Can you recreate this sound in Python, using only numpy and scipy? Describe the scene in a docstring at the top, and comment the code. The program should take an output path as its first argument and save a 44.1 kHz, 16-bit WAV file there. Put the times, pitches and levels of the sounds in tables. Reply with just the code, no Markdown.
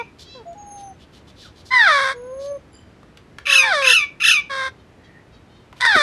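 """Grey parrot chicks beg in a wire cage, up close: one whines, nasal and rasping, falling in pitch.
Another cuts in with loud warbling squawks; both are syrinx pulses plus air puffs, coloured by a throat.
Between calls: near-pure whimpers, reedy harmonic peeps, sine whistles and filtered-noise hisses.
Noise bursts make beak taps and tub knocks, decaying modes a wire's ping.
Echoes of a small wooden space surround the calls; low filtered noise rumbles beneath."""
import sys
import numpy as np
from scipy import signal
from scipy.fft import rfft, irfft, next_fast_len
from scipy.io import wavfile
from scipy.ndimage import uniform_filter1d

SR = 44100
rng = np.random.default_rng(int(sys.argv[2]) if len(sys.argv) > 2 else 0)


def wav_out(sig):
    """Save sig, one row per channel (or a flat mono array), as 16-bit PCM at SR to the path in sys.argv[1]."""
    wavfile.write(sys.argv[1], SR, np.round(np.clip(np.atleast_2d(sig).T, -1, 1) * 32767).astype(np.int16))


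N = 265482
LEAD_IN_S = .3  # rendered before t = 0, then cut off
EDGE_HZ = 12400  # upper band limit

# Whines; one starting after its register break stays low throughout:
# [t/s, length/s, register break t/s, resting f/Hz, final bend/Hz, level/dB, fade after break/(dB/s),
#  roughness/0-1, roughness gain after break/(1/s), fundamental/dB, airy treble/dB]
WHINE_CALLS = [ (1.704, .431, 1.875, 532, 2, -11.8, -40, .1, .6, -.5, -.5),
               (3.468, .245, 3.41, 535, -26, -26.8, 0, .12, .15, 3, 4.5),
               (3.622, .313, 3.728, 520, -48, -17.3, -38, .09, .1, 9, 5.5),
               (4.494, .198, 4.412, 526, 6, -23.8, 0, .09, .3, 0, 0),
               (5.8, .26, 5.957, 524, 0, -13.5, -6, .13, .5, 3, 3.5)]
# Whining throat resonances: [f/Hz, level/dB]
WHINE_THROAT_GAIN = [(300, -38), (520, -10), (850, -12.5), (1250, -3), (1600, 0), (2000, -4), (2300, -10),
                     (2850, -28), (3550, -6), (4100, -14.5), (4700, -15.5), (5900, -19), (7300, -29),
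                     (8300, -23), (11000, -35), (12200, -54)]
# Voice cracks: [t/s, half length/s, added roughness/0-1]
WHINE_CRACKS = [(5.81, .012, .55), (5.857, .008, .45)]
# shares of the resting pitch
GLIDE_SHARE, GLIDE_S, GLIDE_LEAD_S = .9, .048, .044
STEP_SHARE, STEP_S = .17, .0045  # drop into the low register
SCOOP_SHARE, SCOOP_S, BEND_S = .075, .016, .045  # scoop up at the start, bend at the end
WHINE_ATTACK_S, WHINE_RELEASE_S = .011, .012
# the high register speaks more slowly and has less top treble
HIGH_ATTACK_S, HIGH_MUTE_SHARE, MUTE_HZ = .018, .5, 5400


def whine(s, length, break_s, rest_hz, bend_hz, level_db, fade_db, hoarse, rasp, first_db, treble_db):
    """Harmonics glide down through throat resonances; the low register tires, rasps; airy treble."""
    t = np.arange(0, length, 1 / SR)
    since_break = s + t - break_s
    high = falling(since_break, STEP_S)
    low_s = np.maximum(since_break, 0)

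    glide = GLIDE_SHARE * falling(since_break + GLIDE_LEAD_S, GLIDE_S)
    lift = glide + STEP_SHARE * high
    scoop = 1 - SCOOP_SHARE * high * np.exp(-t / SCOOP_S)
    bend = bend_hz * np.exp((t - length) / BEND_S)
    hz = rest_hz * (1 + lift) * scoop + bend

    attack_s = WHINE_ATTACK_S + HIGH_ATTACK_S * high[0]
    db = level_db + fade_db * low_s + gate_db(t, attack_s, WHINE_RELEASE_S)
    cracks = sum(more * np.exp(-((s + t - at) / half) ** 2) for at, half, more in WHINE_CRACKS)
    rough = hoarse + rasp * low_s + cracks

    drive = syrinx(t, hz, db, rough, first_db, second_db=-6, jitter=.18, air=.85,
                   air_hz=1500, pulse_hz=3900, dulling=.12)
    drive = shaped(drive, lambda f: amp(treble_db * f ** 4 / (f ** 4 + 2800 ** 4)))
    top_treble = shaped(drive, lambda f: falling(MUTE_HZ - f, 150))
    drive = drive - HIGH_MUTE_SHARE * high * top_treble
    return s, faded(amp(db) * throat(drive, WHINE_THROAT_GAIN, size=700))


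# Squawks: [t/s, length/s, highest warble crest t/s, warble height/Hz, pitch arch top f/Hz,
#  level/dB, loudest at share of length]
SQUAWK_CALLS = [ (-.2, .22, -.13, 600, 1330, -21, .45), (3.453, .211, 3.5145, 630, 1325, -10.2, .64),
                (3.815, .245, 3.8925, 610, 1345, -11.3, .36), (4.198, .215, 4.2695, 640, 1330, -11.2, .45)]
# Squawking throat resonances: [f/Hz, level/dB]
SQUAWK_THROAT_GAIN = [(150, -74.5), (700, -39), (1200, -16.5), (1850, -6), (2150, -7.5), (2450, 1.5),
                      (2750, -2), (3400, -10.5), (3950, -9), (4450, -22), (5100, -10.5), (5650, -21.5),
                      (6350, -9.5), (7150, -31), (10500, -18.5), (12300, -30.5)]
WARBLE_RATE_HZ, WARBLE_SPREAD_S = 33, .056  # swells and dies round the highest crest
WARBLE_SLIP_S = .0014  # rms; crests come a little early or late
SQUAWK_ENDS_HZ, ARCH_SKEW, ARCH_POWER = 1150, .72, 1.85  # rises quickly, sinks slowly
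SQUAWK_EDGE_DB, SQUAWK_SWELL_POWER = -12.5, 1.6
SQUAWK_ATTACK_S, SQUAWK_RELEASE_S = .0025, .008
ROUGH_ONSET, ROUGH_HELD, SETTLE_S = .48, .08, .042
SQUAWK_DULLING_DB = -7  # pressure sinks toward the end, and the overtones with it


def squawk(s, length, crest, height_hz, top_hz, level_db, loudest):
    """Rough onset, narrow pitch crests; in troughs harmonic 2 flares in the main resonance."""
    t = np.arange(0, length, 1 / SR)
    share = t / length
    since_crest = s + t - crest + WARBLE_SLIP_S * wander(t, 30)

    arch = np.sin(np.pi * share ** ARCH_SKEW) ** ARCH_POWER
    low_hz = SQUAWK_ENDS_HZ + (top_hz - SQUAWK_ENDS_HZ) * arch
    crests = abs(np.cos(np.pi * WARBLE_RATE_HZ * since_crest)) ** 2.6
    warble = crests * np.exp(-(since_crest / WARBLE_SPREAD_S) ** 2)
    hz = (low_hz + height_hz * warble) * (1 + .014 * wander(t, 110))

    swell_phase = np.pi * np.interp(share, [0, loudest, 1], [0, .5, 1])
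    swell = np.sin(swell_phase) ** SQUAWK_SWELL_POWER
    swell_db = 20 * np.log10(swell + amp(SQUAWK_EDGE_DB) * (1 - swell))
    db = level_db + swell_db + gate_db(t, SQUAWK_ATTACK_S, SQUAWK_RELEASE_S)
    rough = ROUGH_HELD + (ROUGH_ONSET - ROUGH_HELD) * np.exp(-(t / SETTLE_S) ** 2)

    pressure_db = db + SQUAWK_DULLING_DB * share ** 2
    drive = syrinx(t, hz, pressure_db, rough, first_db=-2.5, second_db=-13.5, jitter=.125, air=0.64,
                   air_hz=8000, pulse_hz=14500, dulling=0.47)
    return s, faded(amp(db) * throat(drive, SQUAWK_THROAT_GAIN, size=1336))


def syrinx(t, hz, db, rough, first_db, second_db, jitter, air, air_hz, pulse_hz, dulling):
    """Membrane pulses with uneven timing and strength, and a puff of air in every cycle."""
    turns = np.cumsum(hz * (1 + jitter * rough * wander(t, 444))) / SR
    slack_db = dulling * (db - db.max())  # a softer voice loses its overtones

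    # extra level of harmonics 1 and 2, then the whole series from 2 up
    pulses = amp(first_db) * np.cos(2 * np.pi * turns) + amp(second_db) * np.cos(4 * np.pi * turns)
    for k in np.arange(2, EDGE_HZ / hz.min()):
        level = amp(slack_db * np.log2(k)) / np.hypot(1, (k * hz / pulse_hz) ** 2)
        pulses = pulses + level * np.cos(2 * np.pi * k * turns)
    # strong and weak pulses alternate at times
    pulses = pulses * (1 + rough * wander(t, 33) * np.cos(np.pi * turns))

    puffs = (1 + np.cos(2 * np.pi * turns)) * rng.standard_normal(len(t))
    # turbulence is brighter than the pulses
    puffs = amp(slack_db) * shaped(unit(puffs), lambda f: np.hypot(1, f / air_hz))
    flutter = np.exp(rough * wander(t, 180))
    return flutter * ((1 - np.clip(rough, 0, 1)) * unit(pulses) + air * rough * puffs)


def throat(drive, colour, size):
    """Colours the voice, evens its slow level; quick swells through the resonances remain."""
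    x = shaped(drive, lambda f: amp(read(colour, f)))
    return x / np.sqrt(abs(uniform_filter1d(x ** 2, size)) + 1e-12)


# Whimpers: [t/s, length/s, start f/Hz, end f/Hz, level/dB, swell/dB, first overtone at 520 Hz/dB]
WHIMPER_CALLS = [(-.08, .108, 505, 492, -27, 0, -1), (.342, .09, 535, 455, -41, -3, -10),
                 (.452, .093, 682, 716, -37, -2, -17), (.549, .385, 826, 796, -40, 1, -17),
                 (2.135, .445, 484, 582, -32.5, 11, -18)]
DROOP_SHARE, DROOP_S, WHIMPER_EDGE_S = .08, .033, .01  # pitch droops as the air runs out


def whimper(s, length, from_hz, to_hz, level_db, swell_db, overtone_db, fall_db=-10):
    """Nearly pure shut-beak tone eases between pitches; overtones fade as the pitch rises."""
    t = np.arange(0, length, 1 / SR)
    eased_hz = from_hz + (to_hz - from_hz) * np.sin(np.pi / 2 * t / length) ** 2
    hz = eased_hz * (1 - DROOP_SHARE * np.exp((t - length) / DROOP_S))
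    db = level_db + swell_db * (t / length - .5) + gate_db(t, WHIMPER_EDGE_S, WHIMPER_EDGE_S)
    phase = 2 * np.pi * np.cumsum(hz * (1 + 0.0048 * wander(t, 90))) / SR
    overtones = sum(amp(overtone_db + fall_db * k) * np.sin((k + 2) * phase) for k in range(3))
    tone = np.sin(phase) + overtones * (520 / hz) ** 5
    return s, faded(amp(db + 1.0 * wander(t, 40)) * unit(tone), edge=0.0053)


# Faint, reedy peeps: [t/s, length/s, f/Hz, level/dB]
PEEP_CALLS = [(0.237, .175, 662, -49), (4.776, 0.05, 616, -65.5), (5.031, 0.042, 652, -60.5),
              (5.32, 0.056, 641, -59.5), (5.469, 0.18, 619, -63.5)]


def peep(s, length, hz, db, arch=0.0464):
    """Only a weak voice's high harmonics leave the beak; pitch sags at both ends."""
    t = np.arange(0, length, 1 / SR)
    pitch = hz * (1 - arch * (2 * t / length - 1) ** 4) * (1 + 0.012 * wander(t, 300))
    phase = 2 * np.pi * np.cumsum(pitch) / SR
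    harmonics = sum(np.cos(k * phase) for k in range(2, 12))
    voice = band(harmonics, hz=3650, octaves=0.3)
    return s, amp(db) * unit(voice * np.sin(np.pi * t / length))


# Thin falling whistles: [t/s, length/s, start f/Hz, end f/Hz, level/dB]
WHISTLE_CALLS = [(.46, .08, 6850, 6750, -63), (.575, .335, 6640, 6170, -54), (.66, .24, 10620, 10080, -60),
                 (1.418, .06, 1950, 1150, -55), (2.15, .44, 6630, 6280, -63), (2.15, .43, 10300, 9900, -66)]


def whistle(s, length, from_hz, to_hz, db):
    """Air sings unsteadily through the narrowed airway, sinking in pitch."""
    t = np.arange(0, length, 1 / SR)
    hz = from_hz + (to_hz - from_hz) * t / length
    phase = 2 * np.pi * np.cumsum(hz * (1 + 0.0054 * wander(t, 350))) / SR
    return s, faded(amp(db + 3.7 * wander(t, 60)) * unit(np.sin(phase)), edge=.01)


# Soft hisses: [t/s, length/s, level/dB, centre f/Hz, width/octaves]
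HISS_CALLS = [(.176, .075, -48, 4100, .42), (.76, .08, -58, 3600, .5), (.98, .08, -58, 3300, .45),
              (1.112, .096, -57, 3340, .56), (1.26, .06, -57, 3700, .5), (1.343, .17, -51, 3886, .4),
              (1.539, .1, -57.5, 4000, .47), (1.638, .077, -52, 4440, .5), (2.374, .13, -53, 4100, .5),
              (4.95, .32, -60, 1900, .11), (5.75, .06, -56, 3000, .6)]


def hiss(s, length, db, hz, octaves):
    """A short, grainy swell of band-shaped noise."""
    t = np.arange(0, length, 1 / SR)
    grains = rng.standard_normal(len(t)) * amp(2 * wander(t, 250))
    swell = signal.windows.tukey(len(t), .8)
    return s, amp(db) * unit(band(grains, hz, octaves) * swell)


# Beak taps: [t/s, peak level/dB, ring f/Hz]
BEAK_TAPS = [(0.531, -44.5, 3680), (3.031, -40, 1050), (3.173, -29.5, 2100), (3.385, -24, 1637),
             (5.728, -31.5, 1100)]
# A chick knocks the feeding tub: [t/s, peak level/dB, ring f/Hz]
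TUB_KNOCKS = [(5.954, -16.5, 295), (5.963, -12.5, 315)]


def tap(s, db, hz, decay, octaves, crack):
    """Hard contact: a wide crack and a quickly dying burst around one broad resonance."""
    t = np.arange(0, .08, 1 / SR)
    noise = rng.standard_normal(len(t))
    ring = unit(band(noise, hz, octaves)) * np.exp(-t / decay)
    click = unit(band(noise, 2 * hz, 0.77)) * np.exp(-t / 0.00029)
    burst = ring + crack * click
    return s, amp(db) * burst / abs(burst).max()


# Plucked cage wire modes: [f/Hz, relative level/dB, t60/s]
WIRE_MODES = [(3050, -6.5, 0.68), (4834, -1, 0.48), (7294, 2.5, 0.25), (9960, -1.5, 0.31)]


def ping(s, db):
    """A thin steel bar rings in its bending modes, each wavering in level."""
    t = np.arange(0, .5, 1 / SR)
    modes = 0
    for hz, mode_db, t60 in WIRE_MODES:
        level_db = mode_db - 60 * t / t60 + 7.3 * wander(t, 100)
        modes = modes + amp(level_db) * np.sin(2 * np.pi * hz * t)
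    return s, faded(amp(db) * modes, edge=.015)


# Decay of the space: [f/Hz, t60/s]
ROOM_DECAY = [(300, 0.15), (2500, 0.255), (6000, 0.24), (11000, 0.098)]


def room(x, near_db, tail_db):
    """Close bars and boards scatter the higher partials at once; a short diffuse tail follows."""
    t = np.arange(0, .5, 1 / SR)
    near = np.zeros(len(t))
    delays_s = np.linspace(.002, .016, num=9) * rng.uniform(.85, 1.15, 9)
    near[(delays_s * SR).astype(int)] = rng.choice([-1, 1], 9) * np.geomspace(1, .45, num=9)
    # long waves pass round the obstacles
    near = signal.sosfilt(signal.butter(2, 1400, "high", fs=SR, output="sos"), near)

    hz, at, z = signal.stft(rng.standard_normal(len(t)) * (t > .008), SR, nperseg=256)
    decay = amp(-60 * at / read(ROOM_DECAY, hz)[:, None])
    tail = signal.istft(z * decay, SR, nperseg=256)[1][:len(t)]

    echoes = amp(near_db) * near / np.linalg.norm(near) + amp(tail_db) * tail / np.linalg.norm(tail)
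    return x + signal.fftconvolve(x, echoes)[:len(x)]


# Rumble spectrum: [f/Hz, relative level/dB]
RUMBLE_GAIN = [(25, -14), (45, -4.5), (80, -1), (160, -7), (350, -9.5), (800, -19), (2000, -24),
               (5000, -36), (12500, -49.5)]
RUMBLE_DB = -48  # rms, before the bass cut


def rumble():
    """Steady low background: spectrally shaped noise."""
    noise = shaped(rng.standard_normal(N), lambda f: amp(read(RUMBLE_GAIN, f)))
    return amp(RUMBLE_DB) * unit(noise)


def amp(db):
    """dB to amplitude."""
    return 10 ** (np.asarray(db) / 20)


def unit(x):
    """Scales to rms 1."""
    return x / np.sqrt(np.mean(x ** 2) + 1e-20)


def read(points, hz):
    """Interpolates a table over log frequency."""
    f, value = np.transpose(points)
    return np.interp(np.log(hz + 1), np.log(f + 1), value)


def shaped(x, gain):
    """Filters x by a gain given as a function of Hz."""
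    size = next_fast_len(len(x) + 2048)
    return irfft(rfft(x, size) * gain(np.fft.rfftfreq(size, 1 / SR)), size)[:len(x)]


def band(x, hz, octaves):
    """One broad resonance."""
    return shaped(x, lambda f: 1 / (1 + (np.log2((f + 1) / hz) / octaves) ** 2))


def wander(t, hz):
    """Random drift of rms 1, mostly slower than hz."""
    return unit(shaped(rng.standard_normal(len(t)), lambda f: 1 / (1 + (f / hz) ** 4)))


def faded(x, edge=0.0047):
    """Softens both ends over edge seconds."""
    t = np.arange(len(x)) / SR
    return x * np.clip(np.minimum(t, t[-1] - t) / edge, 0, 1)


def falling(t, width):
    """A smooth step from 1 down to 0 as t passes zero."""
    return (1 - np.tanh(t / width / 2)) / 2


def gate_db(t, attack, release):
    """Level of a call that builds up, holds and lets go."""
    return 20 * np.log10((1 - np.exp(-t / attack)) * (1 - np.exp((t - t[-1]) / release)) + .02)


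def add(mix, s, sound):
    """Mixes a sound in at s seconds, cut at the end of the mix."""
    part = mix[max(round((s + LEAD_IN_S) * SR), 0):][:len(sound)]
    part += sound[:len(part)]


def scene():
    """Places all calls and contacts, adds the space and the rumble; two equal channels."""
    near_chick, far_chick, soft, contacts = np.zeros((4, round(LEAD_IN_S * SR) + N))
    for row in WHINE_CALLS:
        add(near_chick, *whine(*row))
    for row in SQUAWK_CALLS:
        add(far_chick, *squawk(*row))
    for row in WHIMPER_CALLS:
        add(near_chick, *whimper(*row))
    for row in PEEP_CALLS:
        add(soft, *peep(*row))
    for row in WHISTLE_CALLS:
        add(soft, *whistle(*row))
    for row in HISS_CALLS:
        add(soft, *hiss(*row))
    for row in BEAK_TAPS:
        add(contacts, *tap(*row, decay=0.0041, octaves=0.56, crack=0.37))
    for row in TUB_KNOCKS:
        add(contacts, *tap(*row, decay=.007, octaves=0.83, crack=0))
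    add(contacts, *ping(s=2.72, db=-58))

    mono = room(near_chick, near_db=-6, tail_db=-21)
    mono = mono + amp(-1.5) * room(far_chick, near_db=-5.5, tail_db=-14)
    mono = mono + room(soft, near_db=-5.5, tail_db=-10)
    mono = mono + room(contacts, near_db=-29, tail_db=-11)
    mono = mono[-N:] + rumble()
    return np.array([mono, mono])


def record(dry):
    """The loudest peaks are rounded off; a bass cut and a steep band limit follow."""
    rounded = dry / (1 + (dry / .92) ** 8) ** (1 / 8)
    thinned = signal.sosfilt(signal.butter(2, 50, "high", fs=SR, output="sos"), rounded)
    band_limit = signal.firwin(511, EDGE_HZ, window=("kaiser", 9), fs=SR)
    return signal.oaconvolve(thinned, band_limit[None], "same")


dry = scene()
out = record(dry)
wav_out(out)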